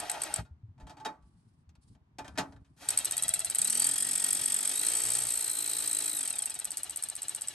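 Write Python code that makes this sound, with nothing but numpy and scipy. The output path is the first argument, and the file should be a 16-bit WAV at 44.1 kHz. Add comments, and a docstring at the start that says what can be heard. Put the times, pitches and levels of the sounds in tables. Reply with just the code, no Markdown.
"""A cordless ratchet in an open engine bay: the end of a slow burst, the tool is lifted off and set on another bolt,
then it runs up, spins fast and slows again. Once a crank turn the pawl skips back over two teeth (a bright double click
of ringing contact bursts), then drives the wheel while the gear teeth whine as a stack of partials.
The motor whirrs under it (noise, housing rings, shaft tones), and the hand knocks and rubs on metal.
Low air rumble on the microphone and a faint outdoor noise lie behind."""
import sys
import numpy as np
from scipy import signal
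from scipy.fft import rfft, irfft, next_fast_len
from scipy.io import wavfile

SR = 44100
rng = np.random.default_rng(int(sys.argv[2]) if len(sys.argv) > 2 else 0)


def volts_from_db(level):
    """Convert decibel levels to linear amplitude ratios."""
    exponent = np.asarray(level, float) / 20
    return 10 ** exponent


def to_wav(sig):
    """Store sig (one row per channel, or 1-D mono) as 16-bit WAV at the path in sys.argv[1].

    Samples outside -1..1 are clipped; the rate is SR.
    """
    pcm = np.clip(np.atleast_2d(sig), -1, 1) * 32767
    pcm = np.round(pcm).astype(np.int16)
    wavfile.write(sys.argv[1], SR, pcm.T)  # frames by channels


N = 332514  # length in samples

# Trigger pulls. Each row: start in seconds, first click in seconds.
PULLS = [(0, .096), (2.765, 2.8862)]
USUAL_SPEED = 17  # crank turns per second at which the tool's levels are stated


def rms_one(x):
    """Scale to an rms of one."""
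    return x / np.sqrt(np.mean(x ** 2) + 1e-20)


def in_time(rows, off=None):
    """Draw each column as a curve over time; off is the value outside the rows."""
    s, *columns = np.transpose(rows)
    return [np.interp(np.arange(N) / SR, s, column, left=off, right=off) for column in columns]


def at_hz(points, hz):
    """Read a (Hz, value) curve on a logarithmic frequency axis."""
    point_hz, value = np.transpose(points)
    return np.interp(np.log(hz + 1), np.log(point_hz), value)


def colour(x, points):
    """Filter by a (Hz, dB) curve."""
    size = next_fast_len(N)
    gain = volts_from_db(at_hz(points, np.fft.rfftfreq(size, 1 / SR)))
    return irfft(rfft(x, size) * gain, size)[..., :N]


def drift(rate_hz):
    """Slow random wander of rms one: noise through two equal low-pass poles."""
    r = np.exp(-2 * np.pi * rate_hz / SR)
    wander = signal.lfilter([1], [1, -2 * r, r * r], rng.standard_normal(N + SR))
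    return rms_one(wander[SR:])


def held(start_s, length_s, edge_s):
    """Envelope that ramps up, holds at one and ramps down."""
    t = np.arange(N) / SR
    return np.clip(np.minimum(t - start_s, start_s + length_s - t) / edge_s, 0, 1)


def dying_away(x, t60_s):
    """Give every impulse an exponential tail that falls 60 dB in t60_s."""
    return signal.lfilter([1], [1, -volts_from_db(-60 / (t60_s * SR))], x + 1e-18)


def resonate(x, hz, width_hz):
    """One ringing mode: a two-pole resonator."""
    r = np.exp(-np.pi * width_hz / SR)
    poles = [1, -2 * r * np.cos(2 * np.pi * hz / SR), r * r]
    return signal.lfilter([(1 - r * r) / 2, 0, (r * r - 1) / 2], poles, x + 1e-18)


def bank(x, modes):
    """Modes of (Hz, width Hz, dB) ringing side by side with alternating sign."""
    return sum((-1) ** k * volts_from_db(db) * resonate(x, hz, width) for k, (hz, width, db) in enumerate(modes))


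def grains(per_s, spread_db):
    """Random sparse impulses of either sign and uneven size."""
    sizes = volts_from_db(spread_db * np.minimum(rng.exponential(1, N), 4)) * rng.choice([-1, 1], N)
    return sizes * (rng.random(N) < per_s / SR)


def stereo_noise(points, side_db):
    """Coloured noise: a part common to both channels and a part opposed, at side_db against it."""
    mid, side = rng.standard_normal((2, N))
    return rms_one(colour(mid + volts_from_db(side_db) * side * [[1], [-1]], points))


def crank(speed):
    """Turn phase 0-1 counted from the first click, and the train of tooth strikes, two a turn."""
    # How hard the pawl snaps in the fast run. Each row: seconds, strike level in dB.
    snap = [(3.62, -19.5), (3.88, -18.5), (3.95, -23), (4.3, -22), (5.1, -24.5), (5.6, -26), (6.4, -25.5)]
    # Slow turns, each heard as its own double click.
    # Each row: start in seconds, first tooth level in dB, gap in ms, second tooth level in dB.
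    slow_clicks = [(0.0005, -22.5, 2.4, -29), (0.0974, -13, 18, -18), (0.218, -15, 17, -16.5),
                   (0.34, -14, 20.2, -19), (2.8877, -13, 16.8, -15.5), (2.9744, -15, 13, -17.5),
                   (3.0466, -19.5, 7.4, -17.5), (3.1107, -19.5, 10, -18.5), (3.1682, -20.5, 10.5, -18),
                   (3.224, -19.5, 11, -18.5), (3.2812, -19, 9.8, -16), (3.3381, -12, 7.1, -21),
                   (3.3927, -18.5, 9.0, -21.5), (3.4466, -17.5, 9.2, -24), (3.4993, -19.5, 8.5, -26),
                   (3.5481, -17.5, 7.8, -22.5), (3.5849, -16.5, 5.4, -18.5), (3.6165, -15, 1.4, -23),
                   (6.3265, -31.5, 1.9, -28.5), (6.3553, -27.5, 4.8, -26.5), (6.385, -23, 4.2, -22),
                   (6.4212, -22.5, 3.5, -22.5), (6.4568, -20.5, 6.4, -28), (6.497, -26, 7, -26.5),
                   (6.5414, -26, 10, -31), (6.5898, -29.5, 8.4, -27.5), (6.6454, -26, 6.8, -24),
                   (6.7055, -25, 11.1, -24), (6.7712, -20.5, 8.4, -27), (6.8323, -25, 10.6, -29.5),
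                   (6.8957, -26, 10.9, -28.5), (6.9603, -25.5, 11.5, -24.5), (7.0244, -24.5, 12.0, -20.5),
                   (7.0868, -26, 11.8, -26.5), (7.1529, -28, 10.8, -27.5), (7.2194, -27.5, 10.7, -28),
                   (7.2824, -23.5, 11, -25.5), (7.348, -22.5, 11.8, -26.5), (7.4107, -27.5, 8.2, -24.5),
                   (7.4737, -28.5, 10, -23.5)]
    # Between these two times in seconds the clicks follow the crank.
    fast_run = (3.633, 6.312)
    second_tooth = .16  # share of a turn after the first
    # the gear train loads the pawl unevenly, over this many turns
    wobble_turns, wobble_db, wobble_peak_turn = 5.25, 1, 2.2
    click_spread_db = 2

    t = np.arange(N) / SR
    total = np.cumsum(speed) / SR
    phase, strikes = np.zeros(N), np.zeros(N)
    (snap_db,) = in_time(snap)
    for start, first in PULLS:
        turns = total - np.interp(first, t, total)
        phase[t >= start] = turns[t >= start] % 1

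    whole = np.arange(*np.ceil(np.interp(fast_run, t, turns)))
    luck = rng.normal(0, 1, (len(whole), 3))
    wobble = wobble_db * np.cos(2 * np.pi * (whole - wobble_peak_turn) / wobble_turns)
    for tooth in range(2):
        # strikes fall slightly ahead of the mark on average, with jitter shared by both teeth
        strike_turn = whole + tooth * second_tooth - .012 + .015 * luck[:, 2]
        i = (np.interp(strike_turn, turns, t) * SR).astype(int)
        strikes[i] = volts_from_db(snap_db[i] + wobble + click_spread_db * luck[:, tooth])
    for s, first_db, gap_ms, second_db in slow_clicks:
        pair = [int(s * SR), int((s + gap_ms / 1000) * SR)]
        strikes[pair] = volts_from_db(np.array([first_db, second_db]))
    return phase, strikes


def pawl(strikes, rattle_db, phase):
    """Each tooth click is a short burst of contact, a bounce and dying chatter; loose parts rattle on through the turn."""
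    # Ratchet head rings. Each row: Hz, width in Hz, relative dB.
    head = [(7625, 207, 0), (7741, 257, 2), (8243, 345, 3), (8464, 217, 5), (8675, 443, 0),
            (9250, 440, -2.5), (10450, 1100, -4.5), (11800, 350, -10), (11700, 1200, -11.5)]
    # Dull part of a click. Each row: Hz, relative dB.
    click_body = [(300, -57.5), (1500, -4), (3000, -11), (4500, 0), (6500, -0.5), (9000, -50)]
    # The clicks' dull part against their ring. Each row: seconds, relative dB.
    body_level = [(0, 1), (2.9, 2.5), (3.6, 0), (6.2, -0.5), (6.5, -1), (7.54, -0.5)]

    bounced = strikes + 0.21 * np.roll(strikes, round(0.0036 * SR))
    contact = dying_away(bounced, 0.0097)
    tail = dying_away(strikes, 0.14)
    thud = 0.44 * dying_away(bounced, 0.019)
    chatter = 0.67 * contact * rng.standard_normal(N) + 0.15 * tail * grains(1500., 3.8)
    ring = bank(chatter + 2.94 * bounced, head)
    # the head radiates little below 7 kHz
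    head_cut = signal.butter(6, 7000, "high", fs=SR, output="sos")
    ring = volts_from_db(17.0) * signal.sosfilt(head_cut, ring)
    body = volts_from_db(-4.5 + in_time(body_level)[0]) * colour(thud * rng.standard_normal(N), click_body)
    # the rattle is strongest early in the turn and fades through it
    fading = volts_from_db(rattle_db + 8.9 * (.5 - (phase - .06) % 1))
    rattle = fading * rms_one(bank(grains(3000., 7.1), head))
    return ring + body + rattle


def gears(speed, phase, whine_db):
    """Tooth partials swell on the driving stroke, their pitch sagging from its early part to its late part."""
    # Radiation of the gear teeth. Each row: Hz, dB.
    gear_colour = [(300, -2.5), (670, -13.5), (1100, -15), (1750, -15.5), (2050, -11.5), (2300, -19.5),
                   (2550, -6.5), (2850, -6), (3100, -10.5), (3350, -5), (3500, -9), (3750, -5), (4080, -1),
                   (4380, -9), (4620, -12), (5000, -7), (7000, -21.5)]
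    # Strength of tooth partials 1, 2, 3 .. in relative dB.
    partials_db = [-7, 1.5, 3.5, 0, 1, 0, -0.5, -3.5, -7]
    # Gear tones that hold for a while.
    # Each row: start in seconds, length in seconds, multiple of tooth rate, relative dB.
    strain = [(3.203, 0.3, 1.005, -60), (3.697, .13, 3.92, -50), (3.784, 0.098, 2.92, -45.5),
              (3.86, 0.75, 1.104, -63)]
    teeth_per_turn = 36.6
    # driving stroke: start in turns, width in turns at usual speed, power of speed by which it narrows
    drive_from, drive_width, drive_narrows = 0.309, .11, 0.51
    sing_from_speed = 43.7  # turns per s; above it the sixth partial turns clean

    width = drive_width * (USUAL_SPEED / speed) ** drive_narrows
    middle = drive_from + 1.51 * width
    load = np.exp(-((phase - middle) / width) ** 2 / 2)
    sag = .2 * (phase - middle) * load
    tooth_hz = teeth_per_turn * speed * (1.002 + .2 / speed - sag + .005 * drift(25.))
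    angle = 2 * np.pi * np.cumsum(tooth_hz) / SR
    whine = 0
    for k, db in enumerate(partials_db, 1):
        strength = volts_from_db(db + at_hz(gear_colour, k * tooth_hz) + 1.1 * drift(5.1))
        whine = whine + strength * np.sin(k * angle + k * k)
    grind = rms_one(colour(grains(4000., 1.8), gear_colour))

    steady = 2 * np.pi * teeth_per_turn * np.cumsum(speed) / SR  # angle without the sag
    sing_level = volts_from_db(-38 + 1.7 * drift(8.0)) * np.clip((speed - sing_from_speed) / 2, 0, 1)
    tones = sing_level * np.sin(6 * steady + 0.45 * drift(60.))
    for s, length, k, db in strain:
        envelope = volts_from_db(db + 3.9 * drift(27.0)) * held(s, length, 0.017)
        tones = tones + envelope * np.sin(k * steady + 1.1 * drift(40.))
    return volts_from_db(whine_db) * (.06 + load) * (1.2 * whine + .3 * grind) + 1.4 * tones


def motor(speed, phase, whirr_db, housing_db, hum_db, whistle_db):
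    """Broad whirr, the housing ringing in lumps, low shaft tones, and the controller's switching whistle."""
    # Whirr. Each row: Hz, relative dB.
    whirr_colour = [(150, -10.5), (300, -1), (1000, -6.5), (2100, -4.5), (4000, -4), (7000, -2),
                    (10000, -3), (11500, 6), (13000, -9.5)]
    # Housing rings. Each row: Hz, width in Hz, relative dB.
    housing_modes = [(664, 60, 2.5), (726, 337, -1.5), (863, 30, 3), (1410, 150, -7.5)]
    # The housing's ring. Each row: seconds, change in dB.
    housing_level = [(0, -0.5), (2.8, -1.5), (3.5, -2.5), (3.7, -3), (6.4, 1), (7.54, -3.5)]
    # Shaft tones. Each row: multiple of crank speed, relative dB.
    shaft = [(3, -9.5), (5.625, -3.5), (7.625, -5)]
    # Shaft tones that stand out for a while.
    # Each row: start in seconds, length in seconds, multiple of crank speed, dB.
    drone_rows = [(3.58, 0.26, 5.5, -51.5), (3.836, 0.11, 6.5, -49.5), (3.74, 0.4, 2.93, -58.5),
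                  (3.97, 0.73, 4, -58.5), (4.84, 0.58, 1, -57.5), (5.046, 0.25, 2, -51),
                  (5.452, 0.67, 2, -63.5), (4., .76, 5.625, -64), (5.4, 0.85, 5.625, -64.5)]

    # the whirr is radiated all along the housing, so it is wide
    whirr_swell = volts_from_db(1.63 * drift(32.0) + 1.93 * np.cos(2 * np.pi * (phase - .3)))
    whirr = stereo_noise(whirr_colour, side_db=-13.0) * whirr_swell
    lumps = volts_from_db(2.3 * drift(27.0) + 3.3 * np.cos(2 * np.pi * (phase - .42)))
    housing = rms_one(bank(rng.standard_normal(N) * lumps, housing_modes))
    housing = housing * volts_from_db(in_time(housing_level)[0])
    angle = 2 * np.pi * np.cumsum(speed) / SR
    hum = sum(volts_from_db(db + 2.5 * drift(2.0)) * np.sin(k * angle + 0.024 * k * drift(28.0)) for k, db in shaft)
    drones = sum(volts_from_db(db + 1.5 * drift(5.3)) * held(s, length, 0.02) * np.sin(k * angle)
                 for s, length, k, db in drone_rows)
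    # noise through two narrow resonators in a row wavers like an unsteady tone
    whistle_hz, width_hz = 8870, 263.6
    narrow = resonate(rng.standard_normal(N), whistle_hz, width_hz)
    whistle = rms_one(resonate(narrow, whistle_hz, width_hz))
    return (volts_from_db(whirr_db) * whirr + volts_from_db(housing_db) * housing + volts_from_db(hum_db) * hum
            + drones + volts_from_db(whistle_db) * whistle)


def knocks():
    """Bursts of contact noise that die away; the same noise shakes the panel's modes, with new strengths each time."""
    # Knocks of tool and socket on metal. Each row: start in seconds, level in dB, ring relative dB,
    # contact decay t60 in seconds, Hz near which the struck spot rings best.
    knock_rows = [(0.4486, -58, 5, 0.13, 1490), (.778, -67.5, 17, 0.17, 600), (0.7988, -55, 10, 0.15, 650),
                  (0.8679, -48, 3.5, 0.17, 796), (0.895, -42.5, 0, 0.086, 750),
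                  (0.968, -53.5, 13, 0.19, 650), (0.9993, -50, 9, 0.079, 950),
                  (1.0488, -29, 5.5, 0.064, 2435), (1.0561, -35.5, 9.5, 0.1, 940),
                  (1.2244, -68.5, 0, 0.092, 1100), (1.691, -54, -20, 0.051, 1660),
                  (1.752, -54.5, -13.5, 0.052, 1400), (1.949, -59.5, 2, 0.051, 700),
                  (2.1843, -32.5, 6, 0.08, 900), (2.2437, -47, 7, 0.21, 1500),
                  (2.279, -34, -7, 0.027, 1410), (2.354, -58, 16, 0.16, 1450),
                  (2.3748, -25.5, 2, 0.082, 1400), (2.3824, -20.5, -7, 0.096, 555),
                  (2.5226, -52, 6, 0.061, 1390), (2.562, -59.5, 14.5, 0.05, 1600),
                  (2.646, -62.5, -5, 0.13, 1710)]
    # Modes of the struck metal. Each row: Hz, relative dB, t60 in seconds.
    panel = [(275, 21.5, 0.53), (502, -3, 0.2), (628, -6.5, 0.38), (699, -6, 0.079), (870, 3, 0.19),
             (1027, -11.5, 0.45), (1146, -4.5, 0.63), (1418, -3.5, 0.18), (1530, -16, .4), (1543, -7, 0.16),
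             (1724, -9.5, 0.054), (2435, -9, 0.15), (3780, -8, 0.08), (4670, -10, .065)]
    spot_db_per_octave = 13.0  # modes away from the spot's pitch are struck less

    t = np.arange(SR // 2) / SR
    noise = rms_one(colour(rng.standard_normal(N), [
        (100, -22), (280, -13), (800, -5.5), (1600, -8.5), (3000, -8.5), (9000, -9.5), (12500, -13.5)]))
    dull = rms_one(colour(rng.standard_normal(N), [
        (120, -19.0), (280, 0.5), (420, -6.5), (800, -3.5), (1500, -15.0), (3000, -34.0)]))
    luck_db = rng.normal(0, 3, (len(knock_rows), len(panel)))
    contact, boom, shake = np.zeros(N), np.zeros(N), np.zeros((len(panel), N))
    for (s, db, low_db, t60, spot_hz), draw_db in zip(knock_rows, luck_db):
        i = int(s * SR)
        burst = volts_from_db(db - 8.5 - 60 * t / np.clip(t60, .02, .5)) * np.minimum(t / 0.0013, 1) ** 2
        contact[i:i + len(t)] += burst
        # the bodywork booms on for longer
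        boom_db = db - 13.0 + 0.56 * low_db - 60 * t / np.clip(2.61 * t60, .02, .5)
        boom[i:i + len(t)] += volts_from_db(boom_db) * np.minimum(t / 0.0043, 1)
        octaves_off = abs(np.log2(np.array(panel)[:, 0] / spot_hz))
        mode_gain = volts_from_db(low_db + draw_db - spot_db_per_octave * octaves_off)
        shake[:, i:i + len(t)] += mode_gain[:, None] * burst
    # a mode's width in Hz follows from its decay time
    rings = sum(volts_from_db(db + 21.0) * resonate(noise * envelope, hz, np.log(1000) / np.pi / t60)
                for (hz, db, t60), envelope in zip(panel, shake))
    return noise * contact + dull * boom + rings


def bay(x):
    """Direct sound reaches two ports with its own level and phase; sound scattered by metal around differs at each."""
    # Scattered sound in the bay. Each row: Hz, dB.
    echoes = [(200, -21.5), (600, -1.5), (2500, -5), (6000, -4), (9000, -22.5), (12500, -0.5)]
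    # Between the two microphone ports. Each row: Hz, radians by which left leads.
    lead = [(0, 0), (780, 0.1), (1460, -.2), (2670, .7), (3700, 0.08), (5080, 1.48), (6630, 0.75),
            (7320, 0.96), (7750, 1.36), (8870, -1.17), (9820, -2), (10400, -3), (11200, -5.8),
            (12300, -6.2)]
    # Each row: Hz, left minus right in dB.
    lean = [(60, -1), (230, 2), (850, 2.5), (3220, 3.5), (12200, 0.5)]
    bay_t60_s = 0.067

    size = next_fast_len(N)
    side = np.array([[.5], [-.5]])
    hz = np.fft.rfftfreq(size, 1 / SR)
    t = np.arange(SR // 8) / SR
    ports = volts_from_db(side * at_hz(lean, hz)) * np.exp(1j * side * np.interp(hz, *np.transpose(lead)))
    scatter = rng.standard_normal((2, len(t))) * volts_from_db(-60 * t / bay_t60_s) * (t > .001)
    scatter = rfft(scatter / np.linalg.norm(scatter[0]), size) * volts_from_db(at_hz(echoes, hz))
    return irfft(rfft(x, size) * (ports + scatter), size)[:, :N]


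def rubbing():
    """Sleeve and tool rubbing: wide coloured noise in strokes, its level fluttering."""
    # Each row: start in seconds, length in seconds, dB.
    rub_rows = [(1.21, 0.43, -82.5), (1.808, 0.15, -75), (2.204, 0.38, -79), (2.594, 0.23, -85)]
    # Each row: Hz, relative dB.
    rub_colour = [(600, -6.5), (2000, -14), (4800, 3), (6500, -3), (8500, 6.5), (11000, 6), (12500, -28)]
    strokes = sum(volts_from_db(db) * held(s, length, 0.014) for s, length, db in rub_rows)
    return strokes * volts_from_db(2.8 * drift(22.0)) * stereo_noise(rub_colour, side_db=-1.0)


def thumps():
    """Soft pushes of the hand on bodywork: brief, mostly low tones that swell and die."""
    # Each row: start in seconds, relative dB, Hz.
    thump_rows = [(0.39, -26, 60.3), (0.509, -30, 78.5), (0.632, -28.5, 107), (0.685, -34, 94),
                  (0.825, -31, 54.4), (1.231, -40.5, 57), (1.358, -49, 169), (1.673, -39, 81),
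                  (1.925, -59, 77.6), (2.183, -37, 718), (2.213, -42, 105), (2.392, -28.5, 181)]
    out, t = np.zeros(N), np.arange(SR // 5) / SR
    push = (t / 0.016) * np.exp(-t / 0.011)
    for s, db, hz in thump_rows:
        out[int(s * SR):][:len(t)] += volts_from_db(db + 4.0) * push * np.sin(2 * np.pi * hz * t)
    return out


def air_rumble():
    """Air on the microphone: low, nearly central noise with slow level changes, swells and flutter."""
    # Each row: seconds, dB.
    rumble_level = [(0, -59), (.6, -62), (2, -61.5), (4.3, -61), (5.4, -71), (6.5, -66), (7.54, -66.5)]
    # Swells of the rumble. Each row: top in seconds, dB, half length in seconds.
    swells = [(0.414, -40, 0.031), (0.855, -55, 0.074), (1.94, -57.5, 0.03), (2.425, -48.5, 0.13),
              (2.957, -62, 0.14), (3.248, -55, 0.036), (5.188, -68, 0.12)]
    # Each row: Hz, relative dB.
    rumble_colour = [(15, -24.5), (25, -29.5), (64, 0.5), (130, -0.5), (254, -12.5), (373, -25.5),
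                     (400, -24.5), (520, -44), (880, -120)]
    t = np.arange(N) / SR
    air = volts_from_db(in_time(rumble_level)[0])
    air = air + sum(volts_from_db(db) * np.exp(-((t - s) / half) ** 2) for s, db, half in swells)
    return air * volts_from_db(3.8 * drift(28.0)) * stereo_noise(rumble_colour, side_db=-14.0)


def far_background():
    """Steady, wide, faint outdoor noise."""
    # Each row: Hz, relative dB.
    outdoors = [(120, -20.5), (200, -2), (513, -13.5), (888, -8.5), (2320, -24), (9280, -35),
                (12000, -31.5), (15600, -69), (22000, -120)]
    return volts_from_db(-78.5) * stereo_noise(outdoors, side_db=1.0)


def follows(law, effort_db, speed):
    """Level in dB of one part of the tool as effort and crank speed change."""
    usual_effort_db = -45
    db, share, per_doubling_db = law
    return db + share * (effort_db - usual_effort_db) + per_doubling_db * np.log2(speed / USUAL_SPEED)


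def scene():
    """The tool and knocks heard through the bay, with rubbing, pushes, rumble and outdoors beside them."""
    # Crank speed. Each row: seconds, turns per second.
    speed_rows = [(0, 8.26), (.42, 8.26), (2.77, 6), (2.89, 9.11), (2.988, 14.05), (3.181, 17.61),
                  (3.51, 18.61), (3.578, 29.75), (3.73, 41.2), (4.06, 46.26), (4.7, 46.45), (4.77, 52.6),
                  (4.88, 57.4), (4.942, 59.42), (5.24, 60.34), (5.31, 57.9), (5.5, 55.6), (6.147, 54.57),
                  (6.332, 34.9), (6.495, 23.53), (6.678, 15.72), (7.54, 15.45)]
    # How loud the tool runs, one curve a pull. Each row of a curve: seconds, dB.
    effort_curves = [
        [(0, -44.5), (.25, -45), (.39, -44.5), (.43, -69), (.5, -105)],
        [(2.765, -70), (2.83, -51), (2.9, -43.5), (3.05, -44), (3.47, -48), (3.65, -44), (3.84, -39.5),
         (4., -43.5), (4.8, -42), (4.92, -39.5), (5.15, -39.5), (5.38, -44.5), (6.08, -44), (6.36, -47.5),
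         (6.75, -52.5), (7.54, -51)],
    ]
    # Load on the gears. Each row: seconds, change in dB.
    whine_level = [(0, 0), (2.9, 1), (3.55, 2.5), (4.7, 0.5), (4.87, 3.5), (5.0, -1), (5.35, 0.5),
                   (6.2, 1.5), (6.45, 1.5), (7.54, 1)]
    # Colour of the tool down at the first bolt. Each row: Hz, dB.
    first_spot = [(300, 2), (700, 7), (1100, 3), (2500, 0.5), (4500, -1.1), (6500, -3), (8300, -5),
                  (9500, -4), (11500, -5)]
    # Each law: dB at usual effort and speed ahead of the source's own shaping,
    # share of the effort's swing, dB per doubling of speed.
    rattle_law = (-56.5, 1.8, 7.1)
    whine_law = (-47, 0.77, 2.8)
    whirr_law = (-45, 0.92, 0.11)
    housing_law = (-56.5, 1.1, -4)
    hum_law = (-68, 0.67, 3.6)
    whistle_law = (-53, 1, 0.5)

    t = np.arange(N) / SR
    (speed,) = in_time(speed_rows)
    effort_db = np.max([in_time(curve, -130)[0] for curve in effort_curves], axis=0)
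    phase, strikes = crank(speed)
    rattle_db = follows(rattle_law, effort_db, speed)
    whine_db = follows(whine_law, effort_db, speed) + in_time(whine_level)[0]
    whirr_db = follows(whirr_law, effort_db, speed)
    housing_db = follows(housing_law, effort_db, speed)
    hum_db = follows(hum_law, effort_db, speed)
    # below an effort of -64 dB the whistle dies away faster
    whistle_db = follows(whistle_law, effort_db, speed) + np.minimum(effort_db + 64, 0)

    tool = pawl(strikes, rattle_db, phase) + gears(speed, phase, whine_db)
    tool = tool + motor(speed, phase, whirr_db, housing_db, hum_db, whistle_db)
    second_pull_s = PULLS[1][0]
    tool = np.where(t < second_pull_s, colour(tool, first_spot), tool)
    low = (air_rumble() + thumps()) * volts_from_db([[.6], [-.6]])  # a little stronger on the left
    return bay(tool + knocks()) + rubbing() + low + far_background()


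def roll_off(x):
    """The treble ends steeply here."""
    return signal.sosfilt(signal.butter(12, 12750, fs=SR, output="sos"), x)


def record(dry):
    """Microphone colour with a notch and a falling top."""
    # Each row: Hz, dB.
    mic = [(100, -4), (3000, 2.5), (9700, -2.5), (10150, -19.5), (10350, -1), (10700, -4), (12300, -13.5),
           (12800, -14.5), (13500, -23), (16500, -61.5)]
    return roll_off(colour(dry, mic))


dry = scene()
out = record(dry)
to_wav(out)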